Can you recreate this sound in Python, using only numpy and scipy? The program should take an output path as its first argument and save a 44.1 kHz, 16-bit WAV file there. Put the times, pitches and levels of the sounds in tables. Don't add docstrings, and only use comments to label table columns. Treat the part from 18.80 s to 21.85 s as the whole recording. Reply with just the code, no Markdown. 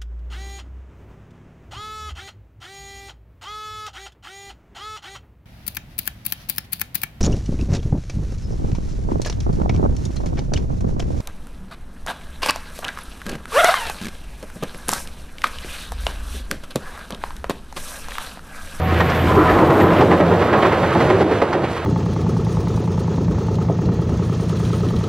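import sys
import numpy as np
from scipy import signal
from scipy.fft import rfft, irfft, next_fast_len
from scipy.io import wavfile
from scipy.ndimage import uniform_filter1d

SR = 44100
rng = np.random.default_rng(int(sys.argv[2]) if len(sys.argv) > 2 else 0)


def master(y):
    cut = np.clip(np.atleast_2d(y).T, -1, 1)
    pcm = np.round(cut * 32767)
    wavfile.write(sys.argv[1], SR, pcm.astype(np.int16))


N = 134505
TIME_S = np.arange(N) / SR
OPPOSITE = np.array([[1], [-1]])


def amp(db):
    return 10 ** (np.asarray(db) / 20)


def unit_rms(x):
    return x / np.sqrt(np.mean(x ** 2) + 1e-20)


def automation(rows):
    times, *columns = np.transpose(rows)
    return [np.interp(TIME_S, times, column) for column in columns]


def at_hz(points, hz):
    freqs, values = np.transpose(points)
    return np.interp(np.log(hz + 1), np.log(freqs + 1), values)


def shape(x, response):
    size = next_fast_len(N + 8192)
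    freqs = np.arange(size // 2 + 1) * SR / size
    return irfft(rfft(x, size) * response(freqs), size)[..., :N]


def eq_band(x, eq, low, high, slope):
    def response(f):
        below_high = 1 / (1 + (f / high) ** slope)
        below_low = 1 / (1 + (f / low) ** slope) if low else 0
        return amp(at_hz(eq, f)) * np.sqrt(below_high - below_low)
    return shape(x, response)


def drift(rate_hz):
    r = np.exp(-80 * np.pi * rate_hz / SR)
    slow = signal.lfilter([1], [1, -2 * r, r * r], rng.standard_normal(N // 40 + 2002))[2000:]
    return np.interp(np.arange(N) / 40, np.arange(len(slow)), unit_rms(slow))


def resonance(x, hz, width_hz):
    r = np.exp(-np.pi * width_hz / SR)
    gain = (1 - r * r) / 2
    return signal.lfilter([gain, 0, -gain], [1, -2 * r * np.cos(2 * np.pi * hz / SR), r * r], x)


def noise_tone(white, hz, width_hz):
    return resonance(resonance(white, hz, width_hz), hz, width_hz)


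# freq_hz, left_lead_rad
PHASE_AHEAD = [(100, 0), (6000, -.05), (9000, -.8), (14000, -2.6)]
PHASE_RIGHT = [(100, 0), (600, -.1), (1300, -.25), (2760, -.3), (4050, -.7), (5430, -1.5), (7580, -2.3),
               (9560, -2.9), (14000, -3.0)]
# freq_hz, left_over_right_db
BALANCE_AHEAD = [(60, 0), (370, -.2), (2000, -.5), (8000, 0)]
BALANCE_RIGHT = [(60, 0), (200, -.6), (670, -2.4), (1500, -3), (4140, -2), (8000, -.5)]
def mic_pair(x, pan):
    def heard(phase, balance):
        half = OPPOSITE / 2
        return shape(x, lambda f: np.exp(1j * half * at_hz(phase, f)) * amp(half * at_hz(balance, f)))
    return (1 - pan) * heard(PHASE_AHEAD, BALANCE_AHEAD) + pan * heard(PHASE_RIGHT, BALANCE_RIGHT)


# freq_hz, gain_db
ECHO_EQ = [(30, -24), (60, -30), (200, -27), (400, -23), (1200, -23), (2500, -18), (5000, -10), (14000, -8)]
def bank_echoes(x, t60_s=0.35):
    tail = rng.standard_normal(16000) * amp(-60 * TIME_S[:16000] / t60_s)
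    wet = signal.fftconvolve(x, tail / np.linalg.norm(tail))[:N]
    return shape(wet, lambda f: amp(at_hz(ECHO_EQ, f))) * OPPOSITE


# time_s, level_db
HISS_FADER = [(0, -47), (.2, -44), (1.15, -46), (1.4, -55), (2.1, -53), (2.5, -65), (3.05, -69)]
# freq_hz, gain_db
HISS_EQ = [(8000, -24), (11000, -14), (12500, -9), (13500, -6), (14150, 0), (14400, -2)]
# pitch_hz, relative_db, width_hz
HISS_TONES = [(14185, -4, 24), (13920, -13, 50)]
def top_hiss(wide_db=9, tones_end_s=1.75, fade_s=0.3):
    white = rng.standard_normal((3, N))
    mid, side = shape(white[:2], lambda f: amp(at_hz(HISS_EQ, f)) * (f > 8000))
    tones = sum(amp(db) * unit_rms(noise_tone(white[2], hz, width)) for hz, db, width in HISS_TONES)
    tones *= np.clip((tones_end_s - TIME_S) / fade_s + 1, 0, 1)
    wide = unit_rms(side) * OPPOSITE + mic_pair(tones, pan=0)
    level_db, = automation(HISS_FADER)
    return amp(level_db) * (unit_rms(mid) + amp(wide_db) * wide)


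# time_s, firing_hz, level_db
ENGINE_PASS = [(0, 83.4, -26.5), (.24, 83.43, -21), (.34, 84.4, -27), (.7, 85.1, -21), (.85, 85.6, -33),
               (1.05, 86.3, -28), (1.3, 84.66, -28), (2.0, 84, -35.5), (3.05, 81.9, -38)]
# firing_multiple, relative_db
ENGINE_PARTIALS = [(.5, -17.5), (1, 3), (1.5, -16), (2, -2.5), (2.5, -28), (4, -28), (9, -12)]
def diesel_drone(waver_db=1.2):
    firing_hz, level_db = automation(ENGINE_PASS)
    phase = 2 * np.pi * np.cumsum(firing_hz) / SR
    drone = sum(amp(db + waver_db * drift(6.9)) * np.sin(multiple * phase + 6.7 * rng.random())
                for multiple, db in ENGINE_PARTIALS)
    return np.sqrt(2) * amp(level_db) * drone


# start_s, end_s, pitch_hz, level_db, width_hz
WHINE_CUES = [(0.567, .71, 1000, -19, 50), (0.465, .54, 1020, -23, 72), (0.73, 0.64, 940, -35, 21),
              (0.573, .63, 1150, -21, 60), (0.572, .63, 308, -13.5, 18), (0.77, 0.83, 300, -15, 30),
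              (0.535, 1.3, 320, -25.5, 16), (1.2, 1.245, 388, -12, 42), (0.687, 0.717, 1750, -21.5, 360),
              (1.03, 1.56, 172, -19.5, 21), (0.978, 1.83, 98.8, -24.5, 12.7), (2.05, 2.7, 99, -27.5, 21),
              (1.91, 2.5, 173.3, -28, 14), (2.31, 2.36, 360, -13.5, 35), (2.41, 2.425, 320, -17.5, 50),
              (2.445, 2.46, 340, -13.5, 39.5), (2.52, 2.53, 371, -16.5, 60), (2.755, 2.8, 375, -19.5, 70),
              (0.578, 0.64, 1310, -19.5, 190), (0.2, 0.225, 480, -20, 59), (1.41, 1.435, 570, -17, 82),
              (0.01, .5, 750, -34.5, 33), (1.02, 1.05, 324, -14, 45), (1.85, 1.875, 372, -16.5, 55),
              (0.76, 0.82, 1030, -20, 130), (.89, .95, 1060, -24, 130)]
def steel_whines(fade_s=0.02):
    out = 0
    for start, end, hz, db, width in WHINE_CUES:
        gate = np.clip(np.minimum(TIME_S - start, end - TIME_S) / fade_s + 1, 0, 1)
        tone = gate * noise_tone(rng.standard_normal(N), hz, width)
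        out += amp(db) * unit_rms(tone) * np.sqrt(np.mean(gate ** 2))
    return out


# time_s, ground_shake_db, rumble_db, girder_boom_db, girder_roar_db, rail_ring_db, clatter_db, hiss_db
ROAR_FADERS = [(0, -31, -31.5, -35.5, -32, -37, -34.5, -50), (.18, -42, -22, -38.5, -27.5, -49, -25.5, -41),
               (.3, -35, -27.5, -31, -26, -32, -27, -42), (.44, -34, -17, -36, -24, -34, -28.5, -40.5),
               (.58, -28, -26, -14, -29.5, -22, -26, -38.5),
               (.74, -24.5, -23.5, -21.5, -15.5, -19.5, -25.5, -39),
               (.95, -34, -22, -16.5, -24.5, -19, -29.5, -42.5),
               (1.19, -43, -21, -21, -17, -25.5, -25, -40),
               (1.28, -47, -26, -19, -22.5, -28.5, -31.5, -41.5),
               (1.5, -46, -33, -19.5, -20, -25.5, -31, -41),
               (1.851, -39, -23, -25, -20.5, -25.5, -27.5, -39),
               (2.08, -38, -29, -22.5, -31, -27, -29, -40),
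               (2.23, -41, -20, -27.5, -22.5, -28, -27.5, -36.5),
               (2.5, -45, -36, -21, -22.5, -32, -31.5, -41), (2.68, -47, -38, -29.5, -27.5, -33, -36, -44),
               (2.79, -46, -24, -23, -24.5, -38, -32.5, -45),
               (2.92, -42, -28.5, -37.5, -34, -35, -34.5, -41), (3.05, -42, -44, -37, -32.5, -42, -35, -44)]
ROAR_CROSSOVERS = (65, 240, 450, 850, 1500, 3500)
# freq_hz, gain_db
ROAR_EQ = [(18, -45), (30, -14), (53, -8.5), (91, 0.5), (137, 8.5), (173, 0), (243, -2.5), (339, 1),
           (699, -8), (1030, -13.5), (1860, -23), (5360, -40.5), (14300, -45)]
# pitch_hz, width_hz, rolling_db, thumped_db
GIRDER_MODES = [(108, 22, -16.5, 19), (173, 8.6, -1, 15), (201.7, 28, -7, -29), (305.2, 12, -9.5, -1),
                (335.6, 6.1, -6, -22.5), (383.2, 19, -1.5, 5.5), (466, 8.4, -11, 0), (554.3, 8.9, -1.5, 14),
                (620, 8.3, -8, 5), (823, 135, -19, 7), (1017, 15, -9, 6), (1089, 11.7, 5.5, -6),
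                (1264, 18, -5, -4), (1870, 38, -35, 8)]
def girder_roar(bumps_per_s=3500, bump_spread_db=2.5, wander_db=4.5, flutter_db=1.44):
    bumps = (rng.random(N) < bumps_per_s / SR) * amp(bump_spread_db * rng.exponential(1, N))
    bumps *= rng.choice([-1, 1], N)
    roughness = unit_rms(bumps) + 1.12 * rng.standard_normal(N)
    steel = 0.85 * roughness
    for k, (hz, width, rolling_db, _) in enumerate(GIRDER_MODES):
        steel += (-1) ** k * amp(rolling_db + wander_db * drift(3.4)) * resonance(roughness, hz, width)
    edges, out = (0, *ROAR_CROSSOVERS, SR), 0
    for low, high, db in zip(edges, edges[1:], automation(ROAR_FADERS)):
        band = eq_band(steel, ROAR_EQ, low, high, slope=8)
        out += amp(db + flutter_db * drift(10.4)) * unit_rms(band)
    return out


# start_s, level_db, centre_hz
TICK_CUES = [(0.2048, -10, 2300), (0.298, -20, 4300), (0.592, -26, 1500), (0.6894, -16, 1800),
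             (0.795, -17, 1300), (0.898, -17, 1500), (1.2084, -14, 3000), (1.312, -19, 1600),
             (1.405, -12, 1100), (1.922, -19, 1800), (2.304, -16, 1500), (2.408, -20, 3000),
             (2.5122, -18.5, 2600), (2.7296, -21.5, 3600)]
def steel_ticks(trim_db=-10, t60_s=0.07, edge_ratio=1.47):
    age_s, out = TIME_S[:SR // 8], np.zeros(N + SR)
    for start_s, db, hz in TICK_CUES:
        band = signal.butter(2, [hz / edge_ratio, hz * edge_ratio], "band", fs=SR, output="sos")
        burst = unit_rms(signal.sosfilt(band, rng.standard_normal(len(age_s))))
        at = int(start_s * SR)
        out[at:at + len(age_s)] += amp(db + trim_db - 60 * age_s / t60_s) * burst
    return out[:N]


# pitch_hz, relative_db, t60_s
WHEEL_MODES = [(311, -16, 0.099), (500, -15, 0.0046), (740, 4, 0.02), (1124, 8, 0.0095), (1990, 1, 0.0096),
               (2790, -20.5, 0.0087), (4350, -23, 0.015)]
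def wheel_clacks(start_s, level_db, trim_db=-13.5, touch_gap_s=0.0035):
    delay_s = touch_gap_s * (np.arange(3) + rng.uniform(0, 0.637, (len(start_s), 3)))
    at = ((start_s[:, None] + delay_s) * SR).astype(int)
    out = 0
    for hz, mode_db, t60_s in WHEEL_MODES:
        touch_db = level_db[:, None] + trim_db + mode_db + rng.normal(0, 1.06, at.shape)
        clicks = np.full(N, 1e-18)
        clicks[at] = amp(touch_db) * rng.choice([-1, 1], at.shape)
        r, w = amp(-60 / (t60_s * SR)), 2 * np.pi * hz / SR
        out += signal.lfilter([0, np.sin(w)], [1, -2 * r * np.cos(w), r * r], clicks)
    return out


# freq_hz, gain_db
THUMP_EQ = [(60, -22), (150, -3.5), (350, 5.5), (800, -4.5), (1600, -9), (3200, -22.5), (6400, -38),
            (14000, -35.5)]
# start_s, level_db, brightness_db, hold_s, clack_db, thud_db
WHEEL_HITS = [(0.118, -12, -13, 0.004, -10, 6), (0.198, -5.5, 0.5, 0.008, -7, 4),
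              (0.3, -26, -2, 0.012, -7, -3), (0.39, -26.5, -15, 0.0097, -7, -3),
              (0.497, -17, -1.5, 0.01, -20, -3), (0.589, -12, -2, 0.014, 8.5, -8),
              (0.692, -8, -3, 0.018, 5, -5), (0.786, -0.5, -10.5, 0.0066, -1, -8),
              (0.9, -8, 0, 0.018, 5.5, -1), (0.999, -5.5, -3, 0.014, 1.5, -3),
              (1.105, -12.5, 4.5, 0.019, -10, 0), (1.194, -3, -3, 0.03, -1, 1),
              (1.309, -6, -1, 0.03, 4, -7), (1.401, -4, -6.5, 0.01, 3, -9),
              (1.505, -7.5, -3.5, 0.021, -9, -3), (1.614, -8.5, 0, 0.011, 4.5, 4),
              (1.726, -4.5, -2.5, 0.016, 0, 1), (1.819, -3.5, 1, 0.011, -7, -11),
              (1.847, 2.5, -9, 0.008, -7, -7.5), (1.917, -7.5, 2, 0.0084, 0, 2),
              (2.027, -14.5, 5.5, 0.013, 6, -8), (2.149, -7, -9.5, 0.01, -13, -2),
              (2.203, -5, -5, 0.015, 3, 3), (2.301, -4, -3, 0.0053, 4, -7), (2.4, -11, 3, 0.024, -5, -18),
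              (2.51, -5.5, -3.5, 0.011, -6, 2), (2.615, -2.5, -3.5, 0.0072, -1.5, -8),
              (2.727, -11, 0, 0.02, 4, -12), (2.834, -15, 2.5, 0.0094, 4, -13),
              (2.956, -32, 16.5, 0.011, -7, -3)]
def wheel_thumps(trim_db=-11.5, ring_db=-6, attack_s=0.0036, t60_s=0.099, vary_db=3.5, smear_s=0.002):
    start_s, level_db, brightness_db, hold_s, clack_db, thud_db = np.transpose(WHEEL_HITS)
    edges_hz = (1, 250, 500, 900, 1600, 2800, 5000, SR)
    white = rng.standard_normal(N)
    white /= np.std(shape(white, lambda f: amp(at_hz(THUMP_EQ, f))))
    age_s, rattle = TIME_S[:SR // 4], 0
    attack = 1 - np.exp(-age_s / attack_s)
    for low, high in zip(edges_hz, edges_hz[1:]):
        strength, lag = rng.standard_normal((len(start_s), 2)).T
        tone_db = brightness_db * (low >= 900) + thud_db * (high <= 250)
        band_db = level_db + trim_db + tone_db + vary_db * strength
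        onsets = ((start_s + smear_s * np.abs(lag)) * SR).astype(int)
        power = np.zeros(N + SR)
        for at, db, hold in zip(onsets, band_db, hold_s):
            envelope = attack * amp(db - 60 * np.maximum(age_s - hold, 0) / t60_s)
            power[at:at + len(age_s)] += envelope ** 2
        rattle += np.sqrt(power[:N]) * eq_band(white, THUMP_EQ, low, high, slope=6)
    ring = sum(amp(thumped_db + 2.0 * drift(8.5)) * resonance(rattle, hz, width)
               for hz, width, _, thumped_db in GIRDER_MODES)
    return rattle + amp(ring_db) * ring + wheel_clacks(start_s, level_db + clack_db)


# time_s, pan (0 ahead, 1 right)
TRAIN_PAN = [(0, 0.45), (1.0, 0), (1.5, 0.78), (3.05, 0.87)]
def scene():
    train = girder_roar() + wheel_thumps() + steel_ticks() + diesel_drone() + steel_whines()
    pan, = automation(TRAIN_PAN)
    echo_db = -8.75 + 2.5 * pan
    return mic_pair(train, pan) + amp(echo_db) * bank_echoes(train) + top_hiss()


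def record(dry):
    threshold_db, duck_share, release_db_per_s = -15.5, 0.24, 21
    ceiling, cutoff_hz = 0.95, 14330
    power = uniform_filter1d(np.mean(dry ** 2, axis=0), size=400, origin=199)
    level_db = 10 * np.log10(power + 1e-12)
    release_db = release_db_per_s * TIME_S
    held_db = np.maximum.accumulate(level_db + release_db) - release_db
    duck_db = duck_share * np.maximum(held_db - threshold_db, 0)
    ducked = dry * amp(-uniform_filter1d(duck_db, size=200, origin=99))
    rounded = ceiling * np.tanh(ducked / ceiling)
    return signal.sosfilt(signal.ellip(14, .1, 90, cutoff_hz, fs=SR, output="sos"), rounded)


dry = scene()
out = record(dry)
master(out)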